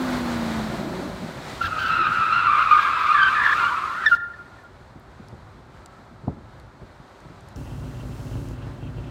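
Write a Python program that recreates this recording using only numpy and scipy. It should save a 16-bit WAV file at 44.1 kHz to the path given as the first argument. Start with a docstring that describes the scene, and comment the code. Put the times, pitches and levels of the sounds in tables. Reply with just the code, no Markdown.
"""An eight-cylinder car coasts away across an open concrete parking deck: exhaust tones over rough firings, puffs
in the pipes. It slides round a bend on squealing tyres: tones that stick and slip, with slap echoes off the walls.
It rolls back quietly, a slowly growing hiss, while ticks sound and wind bumps the microphone as falling thuds.
At the end an engine idles in a low concrete garage: lumpy pulses ring the pipes and the room, under whine and hiss.
Roar and hiss lie under it all, louder at first."""
import sys
import numpy as np
from scipy import signal
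from scipy.fft import rfft, irfft, next_fast_len
from scipy.io import wavfile
from scipy.ndimage import uniform_filter1d

SR = 44100
rng = np.random.default_rng(int(sys.argv[2]) if len(sys.argv) > 2 else 0)


def master_out(mix):
    """Clip the mix to full scale and print it as 16-bit PCM to the path in sys.argv[1]."""
    frames = np.transpose(np.atleast_2d(mix))
    ceiling = np.clip(frames, -1, 1)
    pcm = np.round(ceiling * 32767).astype(np.int16)
    wavfile.write(sys.argv[1], SR, pcm)


def elevation(decibels):
    """Turn decibel levels (scalar or array-like) into linear amplitude ratios."""
    levels = np.asarray(decibels, float)
    return 10 ** (levels / 20)


N = 401310
T = np.arange(N) / SR
GARAGE_S = 7.56  # the open deck ends, the garage begins


def unit(x):
    """Scale to rms 1."""
    return x / np.sqrt(np.mean(x ** 2))


def noise():
    """White noise of rms 1."""
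    return rng.standard_normal(N)


def span(start_s, stop_s, edge_s=0.039):
    """A gate open from start to stop, with linear ramps just outside."""
    return np.clip(np.minimum(T - start_s, stop_s - T) / edge_s + 1, 0, 1)


def columns(table):
    """Each column of a curve at every sample, and a gate that is open while the curve lasts."""
    s, *cols = np.transpose(table)
    return [np.interp(T, s, c) for c in cols] + [span(s[0], s[-1])]


def walk(rate_hz):
    """Smooth random wander, about rate_hz turns a second, spread 1."""
    k = int(SR / rate_hz)
    held = np.repeat(rng.standard_normal(N // k + 1), k)
    return unit(uniform_filter1d(held, k)[:N])


def steps(rate_hz, slide_samples=60):
    """Random values held for uneven spells, about rate_hz a second, sliding from one to the next."""
    spell = np.cumsum(rng.random(N) < rate_hz / SR)
    return uniform_filter1d(noise()[spell], slide_samples)


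def shaped(x, gain):
    """Filter by a gain given as a function of frequency."""
    size = next_fast_len(N)
    hz = np.arange(1, size // 2 + 2) * SR / size
    return irfft(rfft(x, size) * gain(hz), size)[:N]


def colour(points):
    """Noise of rms 1 with a spectrum drawn through (Hz, dB) points."""
    hz, db = np.transpose(points)
    return unit(shaped(noise(), lambda f: elevation(np.interp(np.log(f), np.log(hz), db))))


def resonate(x, peaks):
    """Sound through a set of steep (Hz, width in Hz, dB) resonances, scaled to rms 1."""
    def gain(f):
        return sum(elevation(db) / (1 + 1j * (f / hz - hz / f) * hz / width) ** 2 for hz, width, db in peaks)
    return unit(shaped(x, gain))


def tail(x, t60_s):
    """Diffuse reverberation: convolution with decaying noise of unit energy."""
    t = T[:int(t60_s * SR)]
    h = rng.standard_normal(len(t)) * elevation(-60 * t / t60_s)
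    return signal.fftconvolve(x, h / np.sqrt(np.sum(h ** 2)))[:N]


def ground(x):
    """The bounce off the slab partly cancels a narrow band."""
    return shaped(x, lambda f: 1 - 0.54 * np.exp(-((f - 440) / 35) ** 2))


# Walls round the deck. Each row: delay in seconds, level in dB ahead of the smearing.
WALL_ECHOES = [(.065, -23), (.1, -23), (0.137, -25), (.175, -29), (.27, -31), (.4, -43.5), (.52, -41)]
DECK_T60_S, DECK_DB = 1.2, -21


def deck(x):
    """Dull, slightly smeared slap echoes from distant walls and a thin, duller diffuse tail."""
    dull = shaped(x, lambda f: .6 + 1 / (1 + (f / 1500) ** 6))
    duller = shaped(dull, lambda f: 1.2 / (1 + (f / 1900) ** 6))
    echoes = sum(elevation(db) * np.interp(T - delay_s, T, dull) for delay_s, db in WALL_ECHOES)
    return x + tail(echoes, .05) + elevation(DECK_DB) * tail(duller, DECK_T60_S)


# Faint tones. Each row: pitch in Hz, width in Hz, level in dB re HUM_DB.
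HUM_TONES = [(392, 30, 0), (1310, 40, -2)]
HUM_DB = -65


def hum():
    """Narrow bands of noise that come and go under the open-air floor."""
    out = np.zeros(N)
    for peak in HUM_TONES:
        out += elevation(HUM_DB + peak[2] + 4.0 * walk(3)) * resonate(noise(), [peak])
    return out * span(0, GARAGE_S)


# Rumble, roar and hiss that are louder at first. Each row: time in seconds, level in dB ahead of layer offsets.
LOUDER_STRETCH = [(0, -32), (.5, -31), (1.16, -38.5), (1.9, -37.5), (2.5, -39), (3.5, -36.5), (4.14, -41)]
# Spectra of the three layers. Each row: frequency in Hz, relative density in dB.
RUMBLE_SPECTRUM = [(15, -22), (25, -22.5), (48, 2.5), (81, 1.5), (124, 2.5), (286, -17.5), (400, -12),
                   (520, -55.5), (880, -120)]
ROAR_SPECTRUM = [(120, -15.5), (200, 2.5), (288, -1), (392, 1.5), (449, -0.5), (857, -0.5), (1490, -4.5),
                 (2730, -23), (4310, -44), (5000, -53.5), (6500, -47), (11000, -120)]
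HISS_SPECTRUM = [(1180, -8), (2000, -1.5), (2680, -9), (4060, -5.5), (5450, -14), (8260, -17.5),
                 (10100, -25.5), (15100, -29.5), (15800, -34)]
LOUDER_RUMBLE_DB, LOUDER_ROAR_DB, LOUDER_HISS_DB = -8.5, 0.5, -7.5
RUMBLE_FADE_DB_PER_S, ROAR_FADE_DB_PER_S = -3.5, -3.5  # the lower layers thin out faster than the hiss
FLOOR_RUMBLE_DB, FLOOR_ROAR_DB, FLOOR_HISS_DB = -49, -50, -61
GUST_DB = 2.2  # rms spread of the rumble's swells
GARAGE_ROAR_DB = 2  # the closed room raises the roar floor
RETURN_S, RETURN_DB_PER_S = 6.2, 1.5  # the hiss floor grows as the car rolls back
NEAR_HISS_DB, NEAR_FADE_DB_PER_S = -53.5, -10  # bright tyre hiss while the car is close


def background():
    """Gusty rumble in the open air only, flickering roar and hiss, with a louder stretch that ends over a floor."""
    db, gate = columns(LOUDER_STRETCH)
    flicker = walk(11)
    low = elevation(db + LOUDER_RUMBLE_DB + RUMBLE_FADE_DB_PER_S * T) * gate + elevation(FLOOR_RUMBLE_DB)
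    rumble = low * elevation(GUST_DB * walk(7)) * colour(RUMBLE_SPECTRUM) * span(0, GARAGE_S)
    mid_floor = elevation(FLOOR_ROAR_DB + GARAGE_ROAR_DB * span(GARAGE_S, T[-1]))
    mid = elevation(db + LOUDER_ROAR_DB + ROAR_FADE_DB_PER_S * T) * gate + mid_floor
    roar = mid * elevation(.6 * flicker) * colour(ROAR_SPECTRUM)
    nearing_db = RETURN_DB_PER_S * np.clip(T - RETURN_S, 0, GARAGE_S - RETURN_S)
    high = elevation(db + LOUDER_HISS_DB) * gate + elevation(FLOOR_HISS_DB + nearing_db)
    hiss = high * elevation(1.1 * flicker + 0.6 * steps(14, 1500)) * colour(HISS_SPECTRUM)
    near = elevation(NEAR_HISS_DB + NEAR_FADE_DB_PER_S * T) * resonate(noise(), [(12000, 14000, 0)])
    return near + rumble + roar + hiss


# Small sharp ticks. Each row: start in seconds, peak in dB, centre in Hz.
TICKS = [(4.637, -56, 11500), (4.998, -49, 12500), (5.285, -42, 5500), (5.86, -34, 5160),
         (6.599, -42.5, 5500), (7.204, -45, 5000), (7.408, -45, 6000), (7.487, -40, 7000),
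         (7.561, -35, 4500), (8.487, -41, 6000)]
TICK_DECAY_S = .001


def ticks():
    """Bright clicks a millisecond or two long: decaying noise, each in its own band."""
    out, t = np.zeros(N), T[:400]
    for s, db, hz in TICKS:
        burst = np.exp(-t / TICK_DECAY_S) * rng.standard_normal(400)
        edges_hz = [hz / 1.5, min(hz * 1.6, 19000)]
        band = signal.sosfilt(signal.butter(2, edges_hz, "band", fs=SR, output="sos"), burst)
        i = int(s * SR)
        out[i:i + 400] += elevation(db) * band / np.abs(band).max()
    return out


# Wind bumps. Each row: start in seconds, level in dB, nominal pitch in Hz.
BUMPS = [(4.954, -35, 130), (5.195, -36, 150), (5.322, -33, 87), (5.58, -40, 119), (6.111, -40.5, 193),
         (6.234, -33.5, 106), (6.273, -19, 189), (6.369, -32.5, 175), (6.815, -32.5, 104),
         (6.997, -37, 117), (7.248, -41, 143), (7.298, -38, 90)]
BUMP_T60_S, CHURN_T60_S, CHURN_DB = 0.12, 0.45, -16.5


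def bumps():
    """Each gust: a thud that drops in pitch, a burst of turbulence and a slap that grows as the level squared."""
    out, churn = np.zeros(N), colour([(40, -1), (120, 3.0), (400, -6.5), (1200, -28), (4000, -86)])
    t = T[:SR // 2]
    rise = np.minimum(t / 0.0042, 1)
    for s, db, hz in BUMPS:
        i = int(s * SR)
        turbulence = churn[i:i + len(t)]
        pitch_hz = hz * (0.888 + 1.32 * np.exp(-t / 0.00616))
        tone = np.sin(2 * np.pi * np.cumsum(pitch_hz) / SR)
        thud = elevation(-60 * t / BUMP_T60_S) * (tone + 0.67 * turbulence)
        after = elevation(CHURN_DB - 60 * t / CHURN_T60_S) * turbulence
        slap = elevation(db + 17.5) * np.exp(-((t - .0095) / 0.0011) ** 2) * np.sin(2 * np.pi * 750 * t)
        out[i:i + len(t)] += elevation(db) * (rise * (thud + after) + slap)
    return out


# Strength of the eight pulses in firing order, in dB.
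CYLINDER_DB = [-9.5, -25, -1, -16, -4.5, -2.5, -9, 1.5]


def firings(hz, jitter, scatter_db, lumpy=1):
    """One pulse a cylinder, uneven in timing and strength."""
    turn = np.floor(np.cumsum(hz * (1 + jitter * walk(40))) / SR).astype(int)
    at = np.flatnonzero(np.diff(turn))
    cylinder_db = lumpy * np.take(CYLINDER_DB, turn[at], mode="wrap")
    pulses = np.zeros(N)
    pulses[at] = elevation(cylinder_db + scatter_db * rng.standard_normal(len(at)))
    return pulses


# Pipe resonances at idle. Each row: centre in Hz, width in Hz, relative level in dB.
IDLE_PIPE = [(49, 23, -10), (61.8, 16, 9), (96.9, 34.5, 0), (117.5, 31, 6.5), (144.7, 9.9, 0.5),
             (158.5, 16, -7), (248, 13, -3.5), (281, 11, -3.5), (320.4, 11, -8), (350, 12.5, -5),
             (375, 6.9, -9), (468, 6.2, -14), (567, 28, -11), (130, 300, -13)]
# Belts and fan. Each row: centre in Hz, width in Hz, relative level in dB.
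BELT_WHINE = [(2740, 380, -8), (3010, 500, -12)]
IDLE_HZ, IDLE_DB, IDLE_HISS_DB = 50, -34, -60  # firing rate; levels before the swells below
GARAGE_T60_S, GARAGE_DB = .9, -2
SURGE_DB, SURGE_S, THROB_DB = 3, 0.19, 0.9  # the idle starts strong and throbs unevenly
SWELL_S, SWELL_WIDTH_S, SWELL_DB, SWELL_HISS_DB = 8.28, .2, 2.5, 4  # the idle swells once
SETTLE_S, SETTLE_DB = .15, 2.5  # the hiss is louder at first
HISS_DROPS_S, HISS_DROP_DB = 8.565, -8


def garage():
    """Lumpy idle firings ring the pipes and fill the concrete room; belts and fan whine, with a hiss that drops."""
    swell = np.exp(-((T - SWELL_S) / SWELL_WIDTH_S) ** 2)
    surge = np.exp(-((T - GARAGE_S) / SURGE_S) ** 2)
    pipes = resonate(firings(IDLE_HZ, jitter=.05, scatter_db=2.5, lumpy=.9), IDLE_PIPE)
    room = unit(pipes + elevation(GARAGE_DB) * tail(pipes, GARAGE_T60_S))
    whine = elevation(-28.0 + 0.45 * walk(13.0) + 3.5 * walk(60)) * resonate(noise(), BELT_WHINE)
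    engine_db = IDLE_DB + SURGE_DB * surge + SWELL_DB * swell + THROB_DB * walk(22)
    first_db = SETTLE_DB * np.exp(-np.abs(T - GARAGE_S) / SETTLE_S)
    hiss_db = IDLE_HISS_DB + first_db + SWELL_HISS_DB * swell + HISS_DROP_DB * span(HISS_DROPS_S, T[-1])
    hiss = elevation(hiss_db) * resonate(noise(), [(5550, 8200, -1.5), (13100, 9000, -15.0)])
    return span(GARAGE_S, T[-1], .004) * (elevation(engine_db) * (room + whine) + hiss)


# Exhaust burps off throttle. Each row: centre in seconds, level in dB, pitch in Hz.
BURPS = [(.74, -30.5, 360), (0.871, -28, 307), (.93, -30, 245), (1.0, -29.5, 383), (1.06, -31, 302),
         (1.239, -29, 170), (1.38, -30, 130), (1.65, -30, 90), (1.841, -35, 102), (1.91, -38.5, 169.4),
         (2.01, -32.5, 350), (2.09, -32, 170), (2.19, -32, 130)]
BURP_CYCLES, BURP_SHORTEST_S = 4.84, 0.022  # twice the envelope width; least envelope width


def burps():
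    """Late burning in the pipes: soft rough puffs of a few cycles."""
    out, rasp = np.zeros(N), walk(250)
    for s, db, hz in BURPS:
        width_s = max(BURP_CYCLES / hz / 2, BURP_SHORTEST_S)
        puff = elevation(db + 2.5 * rasp) * np.exp(-((T - s) / width_s) ** 2)
        out += puff * np.sin(2 * np.pi * hz * (T - s) + 0.86 * rasp[::-1])
    return out


# Engine slowing off throttle. Each row: time in seconds, firing rate in Hz.
COAST = [(0, 258.5), (.85, 203.2), (1.6, 125.9), (2.4, 94.7)]
# Exhaust tones. Each row: multiple of the firing rate, level in dB re the tone level.
EXHAUST_ORDERS = [(0.377, -16), (0.629, -12), (0.749, -7), (0.999, 3.5), (1.374, -9), (2.0, -23),
                  (2.749, -19.5)]
# Pipe resonances. Each row: centre in Hz, width in Hz, relative level in dB.
EXHAUST_PIPE = [(84, 37, 2), (167, 154, 9.5), (369.6, 26, 7), (588, 164, 4)]
TONE_DB, TURNS_AWAY_S, TONE_FADE_DB_PER_S2 = -28.5, 0.42, -75  # tones die once the tailpipes point elsewhere
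BURBLE_DB, BURBLE_SWELL_S, BURBLE_RISE_DB_PER_S, BURBLE_FADE_DB_PER_S = -38.5, 0.8, 34, -11
BURBLE_SCATTER_DB = 3.5


def coasting():
    """Clean exhaust tones that fade as the car turns away, over rough firings in the pipes."""
    hz, gate = columns(COAST)
    phase = 2 * np.pi * np.cumsum(hz) / SR
    tones = sum(elevation(db + 1.2 * walk(6)) * np.sin(k * phase + 9 * k * k) for k, db in EXHAUST_ORDERS)
    tone_db = TONE_DB + TONE_FADE_DB_PER_S2 * np.maximum(T - TURNS_AWAY_S, 0) ** 2
    rough = resonate(firings(hz, jitter=.2, scatter_db=BURBLE_SCATTER_DB) * gate, EXHAUST_PIPE)
    late_s = T - BURBLE_SWELL_S
    rough_db = BURBLE_DB + np.where(late_s < 0, BURBLE_RISE_DB_PER_S, BURBLE_FADE_DB_PER_S) * late_s
    return gate * (elevation(tone_db) * tones + elevation(rough_db) * rough)


# A whole tyre skips sideways. Each row: start in seconds, length in seconds, level in dB.
RASPS = [(1.62, .05, -40), (1.793, 0.095, -43.5), (2.70, 0.14, -45.5), (2.99, 0.099, -44.5),
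         (3.437, 0.14, -45.5), (4.089, 0.066, -47)]


def rasps():
    """Bursts of bright grit from the tread: gated noise, roughly modulated."""
    level = sum(elevation(db) * span(s, s + length_s, 0.014) for s, length_s, db in RASPS)
    return level * elevation(2.1 * walk(150)) * resonate(noise(), [(3330, 2400, 4.5), (10000, 15000, -17.5)])


# Shape of the harmonics of a slipping tread block, fundamental first, in dB ahead of their steady fall.
RUBBER_DB = [0, 0, 1, -3]


def slip(hz, overtone_db):
    """A tread block sticking and slipping: a tone whose overtones each fall by overtone_db, at least 9 dB."""
    turn = np.exp(2j * np.pi * np.cumsum(hz) / SR)
    fall = elevation(np.minimum(overtone_db, -9))
    return (turn * np.polyval(elevation(np.array(RUBBER_DB[::-1])), fall * turn)).imag


# Last chirps as the tread bites. Each row: start in seconds, level in dB, pitch in Hz, attack in seconds,
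# length in seconds, overtone fall in dB.
BITES = [(4.060, -7, 1745, .004, .032, -21), (4.093, -25, 1560, .003, .02, -45),
         (4.111, -1.5, 1412, .018, .041, -33)]
BITE_SETTLE = .09  # share of the pitch


def bites():
    """Short chirps that drop onto their pitch, flutter and break off."""
    out, throb, waver = np.zeros(N), walk(170), walk(500)
    for s, db, hz, attack_s, length_s, overtone_db in BITES:
        at = np.arange(int(s * SR), int((s + length_s) * SR))
        t = T[:len(at)]
        break_off = np.sqrt(np.clip(1 - (t / length_s) ** 4, 0, 1))
        swell = np.minimum(t / attack_s, 1) * break_off * np.exp(-t / .04)
        pitch_hz = hz * (1 + BITE_SETTLE * np.exp(-t / .003) + .016 * waver[at])
        fall_db = overtone_db + 8 * np.exp(-t / .012) + 3 * waver[-at]
        out[at] += elevation(db + 1.4 * throb[at]) * swell * slip(pitch_hz, fall_db)
    return out


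# Tread that catches on one pitch. Each row: start in seconds, level in dB, pitch in Hz, length in seconds,
# overtone fall in dB.
SHRIEKS = [(1.607, -23.5, 1349, 0.071, -19), (1.71, -26.5, 1264, 0.1, -18.5),
           (1.64, -30.5, 1583, 0.044, -13), (1.785, -28, 1534, 0.14, -11.5),
           (1.885, -21, 1300, 0.088, -13.5), (2.01, -26, 1321, 0.088, -9), (2.47, -16.5, 1188, 0.169, -21),
           (2.71, -11.5, 1202, 0.1, -23.5), (2.78, -26.5, 1628, 0.12, -24), (3.06, -17, 1190, .22, -18),
           (3.14, -21.5, 1688, 0.088, -23), (3.19, -15, 1547, 0.12, -19.5), (3.35, -19.5, 1740, 0.091, -27),
           (3.437, -15, 1785, 0.054, -29), (3.49, -16, 1690, 0.053, -25), (3.58, -19, 1375, 0.11, -17.5)]
ATTACK_S, FALL_SHARE = 0.0022, 0.28  # the fall is a share of the length
SETTLE, FRAY_PER_S = 0.0196, 0.117  # shares of the pitch; longer shrieks fray more
CLEAN_HZ, ROUGH_HZ = 1400, 1750  # least rough near and below the first pitch, fully rough at the second
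STRAY_DB, STRAY_SPREAD = -7, .07  # a second block joins rough shrieks, off pitch


def shrieks():
    """Short rough squeals of stick-slip tread, settling in pitch."""
    out, waver, jumps, throb, edge = np.zeros(N), walk(500), steps(40), walk(150), walk(120)
    for k, (s, db, hz, length_s, overtone_db) in enumerate(SHRIEKS):
        at = np.arange(int(s * SR), int((s + length_s) * SR))
        own = (at + 9000 * k) % N  # its own stretch of each wander
        u = np.linspace(0, 1, len(at))
        rough = np.clip((hz - CLEAN_HZ) / (ROUGH_HZ - CLEAN_HZ), .15, 1)
        wobble = (0.013 + 0.026 * rough) * waver[own] + FRAY_PER_S * length_s * jumps[own]
        pitch_hz = hz * (1 + SETTLE * (1 - u) ** 4 + wobble)
        main = slip(pitch_hz, overtone_db + 3.6 * edge[own])
        stray_hz = pitch_hz * (1 + STRAY_SPREAD * jumps[-own])
        stray = slip(stray_hz, overtone_db + 3.4 * edge[-own])
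        stray = rough * elevation(STRAY_DB + 5.6 * throb[-own]) * stray
        swell = np.minimum(np.minimum(u * length_s / ATTACK_S, (1 - u) / FALL_SHARE), 1)
        out[at] += elevation(db + 2.84 * throb[own]) * swell * (main + stray)
    return out


# Side load on the tyres through the bend. Each row: time in seconds, level in dB.
SIDE_LOAD = [(1.62, -36), (1.8, -28), (1.92, -22), (2.6, -22.5), (3.05, -23), (3.45, -23.5), (3.8, -26.5),
             (4.0, -32), (4.05, -27)]
# Rubber grinding on concrete. Each row: frequency in Hz, relative density in dB.
SCRUB_SPECTRUM = [(500, -48), (900, -5), (1300, 1.5), (2300, -10), (3500, -14.5), (5000, -25.5),
                  (8000, -57.5)]
# Sliding tyres. Each row: start in seconds, slip pitch in Hz, sag in Hz per second, level in dB re the load,
# overtone fall in dB.
TYRES = [(1.62, 1358, 60, -0.5, -14.5), (1.62, 1470, -13, -11, -26), (2.2, 1156, 18, -4.5, -10)]
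JOIN_S = 0.4  # a later tyre takes this long to break loose fully
FRAY_START, FRAY_END = .04, .1  # pitch scatter among tread blocks, growing through the slide
GRIP_S, GRIP_RISE_PER_S = 3.88, 1.5  # pitch climbs as the tyres regain grip
DULLS_S, DULLS_DB_PER_S = 3.6, -30  # overtones die as the slide ends


def tyre(start_s, hz, sag_hz_per_s, db, overtone_db):
    """Four tread blocks, each holding a pitch, letting go and catching at another; grinding noise under them."""
    load_db, gate = columns(SIDE_LOAD)
    first_s, last_s = SIDE_LOAD[0][0], SIDE_LOAD[-1][0]
    scatter = np.interp(T, [first_s, last_s], [FRAY_START, FRAY_END])
    grip = 1 + GRIP_RISE_PER_S * np.clip(T - GRIP_S, 0, .18)
    centre_hz = (hz - sag_hz_per_s * (T - start_s)) * grip
    dull_db = DULLS_DB_PER_S * np.maximum(T - DULLS_S, 0)
    blocks = np.zeros(N)
    for _ in range(4):
        pitch_hz = centre_hz * (1 + scatter * steps(35, 250) + .012 * walk(25) + .024 * walk(300))
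        level = elevation(2.6 * walk(90) + 2.0 * steps(15))
        blocks += level * slip(pitch_hz, overtone_db + 2.5 * walk(40) + dull_db)
    loose = np.clip((T - start_s) / JOIN_S, 0, 1) if start_s > first_s else 1
    return elevation(load_db + db) * gate * loose * (unit(blocks) + elevation(-11.0) * colour(SCRUB_SPECTRUM))


def scene():
    """Car and its echoes, air, small noises at the microphone, then the garage."""
    squeal = sum(tyre(*row) for row in TYRES) + shrieks() + bites() + rasps()
    grounded = ground(coasting() + burps() + background())
    return (grounded + deck(squeal) + hum() + bumps() + ticks() + garage())[None]


def roll_off(x):
    """The treble ends steeply here."""
    return signal.sosfilt(signal.butter(12, 15830, fs=SR, output="sos"), x)


def record(dry):
    """A small microphone that cuts the deepest bass."""
    mix = signal.sosfilt(signal.butter(4, 38, "high", fs=SR, output="sos"), dry)
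    return roll_off(mix)


dry = scene()
out = record(dry)
master_out(out)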